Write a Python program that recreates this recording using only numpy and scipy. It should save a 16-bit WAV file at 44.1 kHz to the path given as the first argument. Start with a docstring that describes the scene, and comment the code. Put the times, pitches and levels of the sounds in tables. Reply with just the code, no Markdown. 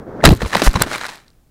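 """A low, wavering rotor hum over a field, heard from a small drone's own microphone as it comes down.
The drone hits the ground and tumbles through dry grass. Each contact knocks and crunches the plastic
shell, and the big blows thump the microphone into overload. Stalks scrape and snap right along the
body until it comes to rest in quiet outdoor air."""
import sys
import numpy as np
from scipy import signal
from scipy.fft import rfft, irfft
from scipy.io import wavfile

SR = 44100
rng = np.random.default_rng(int(sys.argv[2]) if len(sys.argv) > 2 else 0)


def persist_wave(psi):
    """Save psi, clipped to +-1, as 16-bit WAV."""
    counts = np.round(np.clip(psi, -1, 1) * 32767).astype(np.int16)
    wavfile.write(sys.argv[1], SR, np.atleast_2d(counts).T)


N = 66150
TIME = np.arange(N) / SR


def undb(db):
    """Decibels to gain."""
    return 10 ** (np.asarray(db) / 20)


def unit(x):
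    """Scale to rms 1."""
    return x / np.sqrt(np.mean(x ** 2) + 1e-18)


def curve(rows, column=1):
    """One column of a table, joined by straight lines in time."""
    rows = np.array(rows)
    return np.interp(TIME, rows[:, 0], rows[:, column])


def colour(x, spectrum):
    """Shape a sound by (Hz, dB) points, at rms 1."""
    hz, db = np.array(spectrum).T
    bins_hz = np.maximum(np.fft.rfftfreq(N, 1 / SR), 1)
    gain = undb(np.interp(np.log(bins_hz), np.log(hz), db))
    return unit(irfft(rfft(x) * gain, N))


def noise(spectrum):
    """Coloured noise at rms 1."""
    return colour(rng.standard_normal(N), spectrum)


def filtered(x, kind, hz, order=2):
    """A gentle low-pass or high-pass."""
    return signal.sosfilt(signal.butter(order, hz, kind, fs=SR, output="sos"), x)


# The last moment aloft, heard on board. Each row: time in seconds, level in dB, hum centre in Hz.
FLIGHT_PATH = [(0, -29, 346.4), (.055, -38.5, 314.3), (.08, -30, 342), (.13, -30.5, 401),
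               (.185, -27.5, 481.5), (.235, -22.5, 517)]
# Air rushing over the body. Each row: frequency in Hz, relative level in dB.
RUSH_SPECTRUM = [(25, -9), (200, -0.5), (450, -2), (750, -10), (1200, -16.5), (1700, -21.5), (2700, -42),
                 (4000, -44.5), (6000, -47), (9000, -61), (15000, -68.5)]


def flight(hum_width_hz=130, hum_db=-7.5, rush_db=-1, stall_s=.012):
    """A wavering hum and rushing air grow until the first blow stalls the rotors."""
    waver = filtered(rng.standard_normal(N) + 1j * rng.standard_normal(N), "low", hum_width_hz / 2)
    phase = 2 * np.pi * np.cumsum(curve(FLIGHT_PATH, column=2)) / SR
    hum = unit(np.real(waver * np.exp(1j * phase)))
    first_blow = CONTACTS[0][0]
    stall = np.exp(-np.maximum(TIME - first_blow, 0) / stall_s)
    return undb(curve(FLIGHT_PATH)) * stall * (undb(hum_db) * hum + undb(rush_db) * noise(RUSH_SPECTRUM))


# The open field all around. 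Each row: frequency in Hz, relative level in dB.
FIELD_SPECTRUM = [(25, 5.5), (80, -1.5), (170, -6), (260, -12.5), (450, -17.5), (2000, -32.5),
                  (15000, -34.5)]


def field_air(level_db=-53):
    """Quiet outdoor air lies steadily under everything."""
    return undb(level_db) * noise(FIELD_SPECTRUM)


# The shell, right at the microphone. Each row: resonance in Hz, width in Hz, gain in dB.
SHELL_MODES = [(611, 45, -5.5), (860, 110, -10), (1800, 330, -7), (4008, 300, -1), (4600, 77, -16)]


def shell(x):
    """The plastic shell adds its short resonances to the sound it carries."""
    return x + sum(undb(db) * signal.lfilter(*signal.iirpeak(hz, hz / width, fs=SR), x)
                   for hz, width, db in SHELL_MODES)


# The body striking stalks and ground, heard on board. Each row: start in seconds, ring pitch in Hz,
# ring level in dB, crunch level in dB, crunch decay in seconds.
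CONTACTS = [(.205, 1560, -24, -48, 0.0037), (0.2112, 2070, -27, -42, 0.0039),
            (0.223, 1800, -22.5, -42, 0.0054), (0.2327, 890, -16, -27.5, 0.0092),
            (0.2393, 657, 13.5, 5.5, 0.0022), (0.2512, 1406, 7, 14, 0.0039), (.2562, 1980, -10, -9, 0.0015),
            (0.2459, 1290, -5, -13, 0.0033), (0.2635, 443, -2, -5, 0.006), (.2727, 550, -32, -12.5, 0.005),
            (0.2795, 394, -2.5, -27, 0.0035), (0.2897, 600, 1.5, -5, 0.0016),
            (0.305, 820, -6, -10.5, 0.0027), (0.3166, 500, -30, -16, 0.0027),
            (0.3267, 339, 1.5, -25, 0.005), (0.3307, 1063, -18.5, -31.5, 0.0066),
            (0.3907, 1360, -27, -33, 0.0017), (0.407, 1730, -16, -20, 0.0013),
            (0.418, 472, -13, -17, 0.0047), (0.4227, 894, -10.5, -17.5, 0.0013),
            (0.432, 1240, -15, -37, 0.0016), (.449, 1110, -19.5, -25, 0.0029),
            (.459, 467, -21, -23.5, 0.0068), (.5265, 890, -16, -24, 0.0023),
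            (0.5316, 1770, -0.5, -8, 0.0014), (.538, 1010, -12, -16, 0.0068), (.5495, 1944, 2, -4, 0.0011),
            (0.553, 990, -2, -5, 0.0018), (.555, 670, 0, -29, 0.0018), (0.5663, 320, -17, -10, 0.0026),
            (.571, 1930, -4, -13.5, 0.0016), (.619, 600, 3.5, 0, 0.0013), (.623, 314, -4.5, -12, 0.0052),
            (.6355, 380, -16, -24.5, 0.0035), (0.6583, 1600, -12, -25, 0.0018),
            (0.6739, 1040, 9.5, -6.5, 0.0011), (0.74, 1070, -13, -17, 0.0022),
            (0.7558, 1055, -7, -14.5, 0.0032), (0.7594, 870, -6, -9, 0.0018),
            (0.7631, 526, -12.5, -30, 0.003), (0.7697, 1060, -13.5, -23, 0.0034),
            (0.8038, 885, -39, -19.5, 0.0051), (.812, 935, -5, -23.5, 0.0012),
            (0.815, 493, -1, -17.5, 0.0015), (.819, 1527, -6, -5.5, 0.0032),
            (.833, 700, -33, -19.5, 0.0066), (0.863, 294, -14.5, -33.5, 0.006),
            (0.871, 630, -21, -32, 0.0042), (.9225, 650, -23, -31, 0.0061),
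            (0.9148, 1390, -15.5, -29, 0.0032), (0.9412, 2140, -12, -17.5, 0.0016),
            (0.9491, 2326, -15.5, -25.5, 0.0037), (0.96, 1230, -16.5, -28.5, 0.0033),
            (0.983, 1530, -15, -18, 0.0013), (1.012, 1380, -17, -17.5, 0.0027),
            (1.0348, 1250, -13, -21, 0.0014), (1.0432, 1680, -3.5, -39, 0.00067),
            (1.0518, 1414, -14.5, -20.5, 0.0033), (1.0896, 2510, -25.5, -23, 0.004)]
# Plastic crunching on dry ground. Each row: frequency in Hz, relative level in dB.
CRUNCH_SPECTRUM = [(100, -2), (400, -3), (1000, 5.5), (2200, -1.5), (3000, -2.5), (4400, -8), (6000, -11),
                   (10000, -18.5), (15000, -30.5)]


def knocks(contact_s=.00023, crunch_attack_s=.0007, ring_decay_ratio=.87):
    """Each contact rings the struck part, clacks the stiff frame and crunches the shell."""
    clack_hz, clack_db, clack_decay_s = 3950, -8, .0017  # level relative to the crunch
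    rings, force = np.zeros(N), np.zeros(N)
    for start, hz, ring_db, crunch_db, decay in CONTACTS:
        age = np.maximum(TIME - start, 0)
        onset = 1 - np.exp(-age / contact_s)
        ring = np.exp(-age / (decay * ring_decay_ratio)) * np.sin(2 * np.pi * hz * age)
        clack = np.exp(-age / clack_decay_s) * np.sin(2 * np.pi * clack_hz * age)
        rings += onset * (undb(ring_db) * ring + undb(crunch_db + clack_db) * clack)
        force += undb(crunch_db) * (1 - np.exp(-age / crunch_attack_s)) * np.exp(-age / decay)
    crunch = shell(force * noise(CRUNCH_SPECTRUM))
    return filtered(rings + crunch, "high", hz=131.6)


# Grass dragging along the body, very close. Each row: time in seconds, level in dB.
DRAG_LEVELS = [(.215, -60.5), (.24, -35.5), (.26, -22.5), (.33, -36), (.355, -41), (.39, -45.5),
               (.42, -31.5), (.485, -38), (.52, -30), (.55, -31.5), (.585, -25.5), (.63, -27),
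               (.667, -16.5), (.69, -31.5), (.725, -36), (.76, -29.5), (.79, -34.5), (.815, -25.5),
               (.85, -38.5), (.885, -32), (.945, -23), (.99, -33.5), (1.055, -31), (1.11, -36.5),
               (1.165, -40.5), (1.205, -52.5), (1.28, -61), (1.36, -71.5), (1.5, -83)]
# Its dry rustle. Each row: frequency in Hz, relative level in dB.
GRASS_SPECTRUM = [(60, -15.5), (150, -5), (600, -1.5), (1400, 2), (2300, -2.5), (3000, -6), (5000, -9.5),
                  (9000, -14.5), (15000, -28)]


def grass(clicks_per_s=4200, spread_db=3.5, swish_db=-4, flicker_db=2.38, flicker_hz=110):
    """Countless tiny stalk clicks come in uneven clumps over a soft swish, carried by the shell."""
    sizes = undb(spread_db * np.minimum(rng.exponential(size=N), 5)) * rng.choice([-1, 1], N)
    clicks = unit(sizes * (rng.random(N) < clicks_per_s / SR))
    crackle = colour(clicks + undb(swish_db) * rng.standard_normal(N), GRASS_SPECTRUM)
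    clumps = unit(filtered(rng.standard_normal(N), "low", flicker_hz))
    dragging = TIME > DRAG_LEVELS[0][0]
    return unit(shell(crackle)) * undb(curve(DRAG_LEVELS) + flicker_db * clumps) * dragging


# The tumbling frame that carries the microphone. Each row: time in seconds, level in dB.
SHUDDER_LEVELS = [(.225, -21.5), (.26, -9.5), (.325, -14.5), (.355, -29), (.39, -37), (.44, -26), (.5, -41),
                  (.56, -26), (.63, -37.5), (.72, -34.5), (.77, -28), (.83, -28), (.93, -35.5),
                  (1.02, -46.5), (1.17, -59), (1.5, -76)]
# Its low rumble. Each row: frequency in Hz, relative level in dB.
SHUDDER_SPECTRUM = [(20, 1), (70, -4.5), (180, -2.5), (330, -2.5), (700, -19.5), (2000, -60.5)]


def shudder():
    """The frame rumbles while it rolls."""
    rolling = TIME > SHUDDER_LEVELS[0][0]
    return noise(SHUDDER_SPECTRUM) * undb(curve(SHUDDER_LEVELS)) * rolling


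# Blows and pushes of air straight on the microphone.
# Each row: start in seconds, frequency in Hz, level in dB, length in seconds.
MIC_BLOWS = [(.2485, 106, 1, 0.0077), (0.2556, 55.6, 2.5, 0.023), (0.2739, 168.7, 0, 0.02),
             (.294, 49.7, 0, 0.016), (.3115, 169, -0.5, 0.0149), (0.322, 69, -2.5, 0.018),
             (.35, 110, -24.5, 0.034), (0.413, 55, -17.5, 0.04), (0.427, 170, -14.5, 0.0095),
             (0.439, 68.6, -16, 0.034), (.553, 194, -17.5, 0.024), (0.627, 184, -20, 0.041),
             (0.6658, 32.37, 3.5, 0.031), (.752, 81, -6, 0.012), (.7615, 180, -14.5, 0.019),
             (0.802, 73, -15, 0.016), (0.812, 112, -12, 0.01), (.826, 49.6, -21, 0.022)]


def thumps():
    """Heavy swings of pressure swell and die away at the microphone."""
    pressure = np.zeros(N)
    for start, hz, db, length in MIC_BLOWS:
        age = np.clip(TIME - start, 0, length)
        swell = np.sin(np.pi * age / length)
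        pressure += undb(db) * swell * np.sin(2 * np.pi * hz * age)
    return pressure


# Dry stalks breaking against the body, very close. Each row: start in seconds, crack level in dB,
# splinter level in dB relative to the crack, length in seconds.
STALK_BREAKS = [(0.2562, 5.5, -4.5, 0.002), (.291, -6.5, -7, 0.00075), (0.3003, -27.5, 3, 0.0014),
                (0.31, -33, 0, .001), (0.321, -30, 3, 0.00093), (.3215, -32, 1, .001),
                (0.336, -33.5, 0.5, .003), (.3495, -35, 2.5, .002), (0.3736, -31, -5, .001),
                (0.432, -27.5, -8, .001), (0.55, -8, -21, 0.00033), (.567, -21.5, -4, 0.0022),
                (.6195, -13, -16, 0.0013), (0.712, -27, -13, 0.0012), (.7315, -31, -4.5, .003),
                (0.8205, -11.5, 6, 0.0027), (0.9814, -24, -7, .001), (1.066, -24, -6, 0.0012),
                (1.158, -31.5, -7, 0.00094), (1.18, -38.5, -18.5, 0.0011), (1.218, -49.5, -17.5, 0.00089),
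                (1.2803, -46.5, -17, 0.0031), (1.303, -50.5, -15, 0.0013), (1.332, -54, -14, .001)]
# The crack and its brighter splintering. Each row: frequency in Hz, relative level in dB.
CRACK_SPECTRUM = [(500, -21), (3000, -15), (4400, 3.5), (6000, -10), (9000, -20), (15000, -30)]
SPLINTER_SPECTRUM = [(3000, -31.5), (6200, -13), (7500, 3), (10000, -2), (13500, 0), (14500, -10.5),
                     (16000, -18.5)]


def snaps():
    """Brittle stalks break in bursts of a few milliseconds at most, some brighter than others."""
    crack, splinter = noise(CRACK_SPECTRUM), noise(SPLINTER_SPECTRUM)
    breaks = np.zeros(N)
    for start, db, splinter_db, length in STALK_BREAKS:
        burst = np.exp(-(2 * (TIME - start) / length - 1) ** 2)
        breaks += undb(db) * burst * (crack + undb(splinter_db) * splinter)
    return breaks


# Grass touching the microphone. Each row: peak time in seconds, level in dB, half length in seconds.
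BLADE_PASSES = [(0.366, -38.5, 0.0047), (0.481, -37.5, 0.015), (0.594, -44, .02), (0.643, -20, 0.005),
                (0.667, -20.5, 0.014)]
# Its hiss. Each row: frequency in Hz, relative level in dB.
SCRAPE_SPECTRUM = [(500, 0), (2000, -14), (4200, -7), (7000, -8), (11000, -10), (15500, -22)]


def scrapes():
    """Blades of grass hiss as they slide across the microphone."""
    touch = sum(undb(db) * np.exp(-.5 * ((TIME - peak) / half) ** 2) for peak, db, half in BLADE_PASSES)
    return noise(SCRAPE_SPECTRUM) * touch


def scene():
    """Flight, crash and tumble over the quiet field, in mono."""
    return (flight() + field_air() + knocks() + grass() + shudder() + thumps() + snaps() + scrapes())[None]


def record(dry):
    """The on-board microphone clips hard on the big blows; the very bottom and the top are cut."""
    clip_level, top_hz = .94, 15700
    clipped = np.clip(dry, -clip_level, clip_level)
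    top_cut = signal.ellip(8, .2, 70, top_hz, fs=SR, output="sos")
    return signal.sosfilt(top_cut, filtered(clipped, "high", hz=12, order=1))


dry = scene()
out = record(dry)
persist_wave(out)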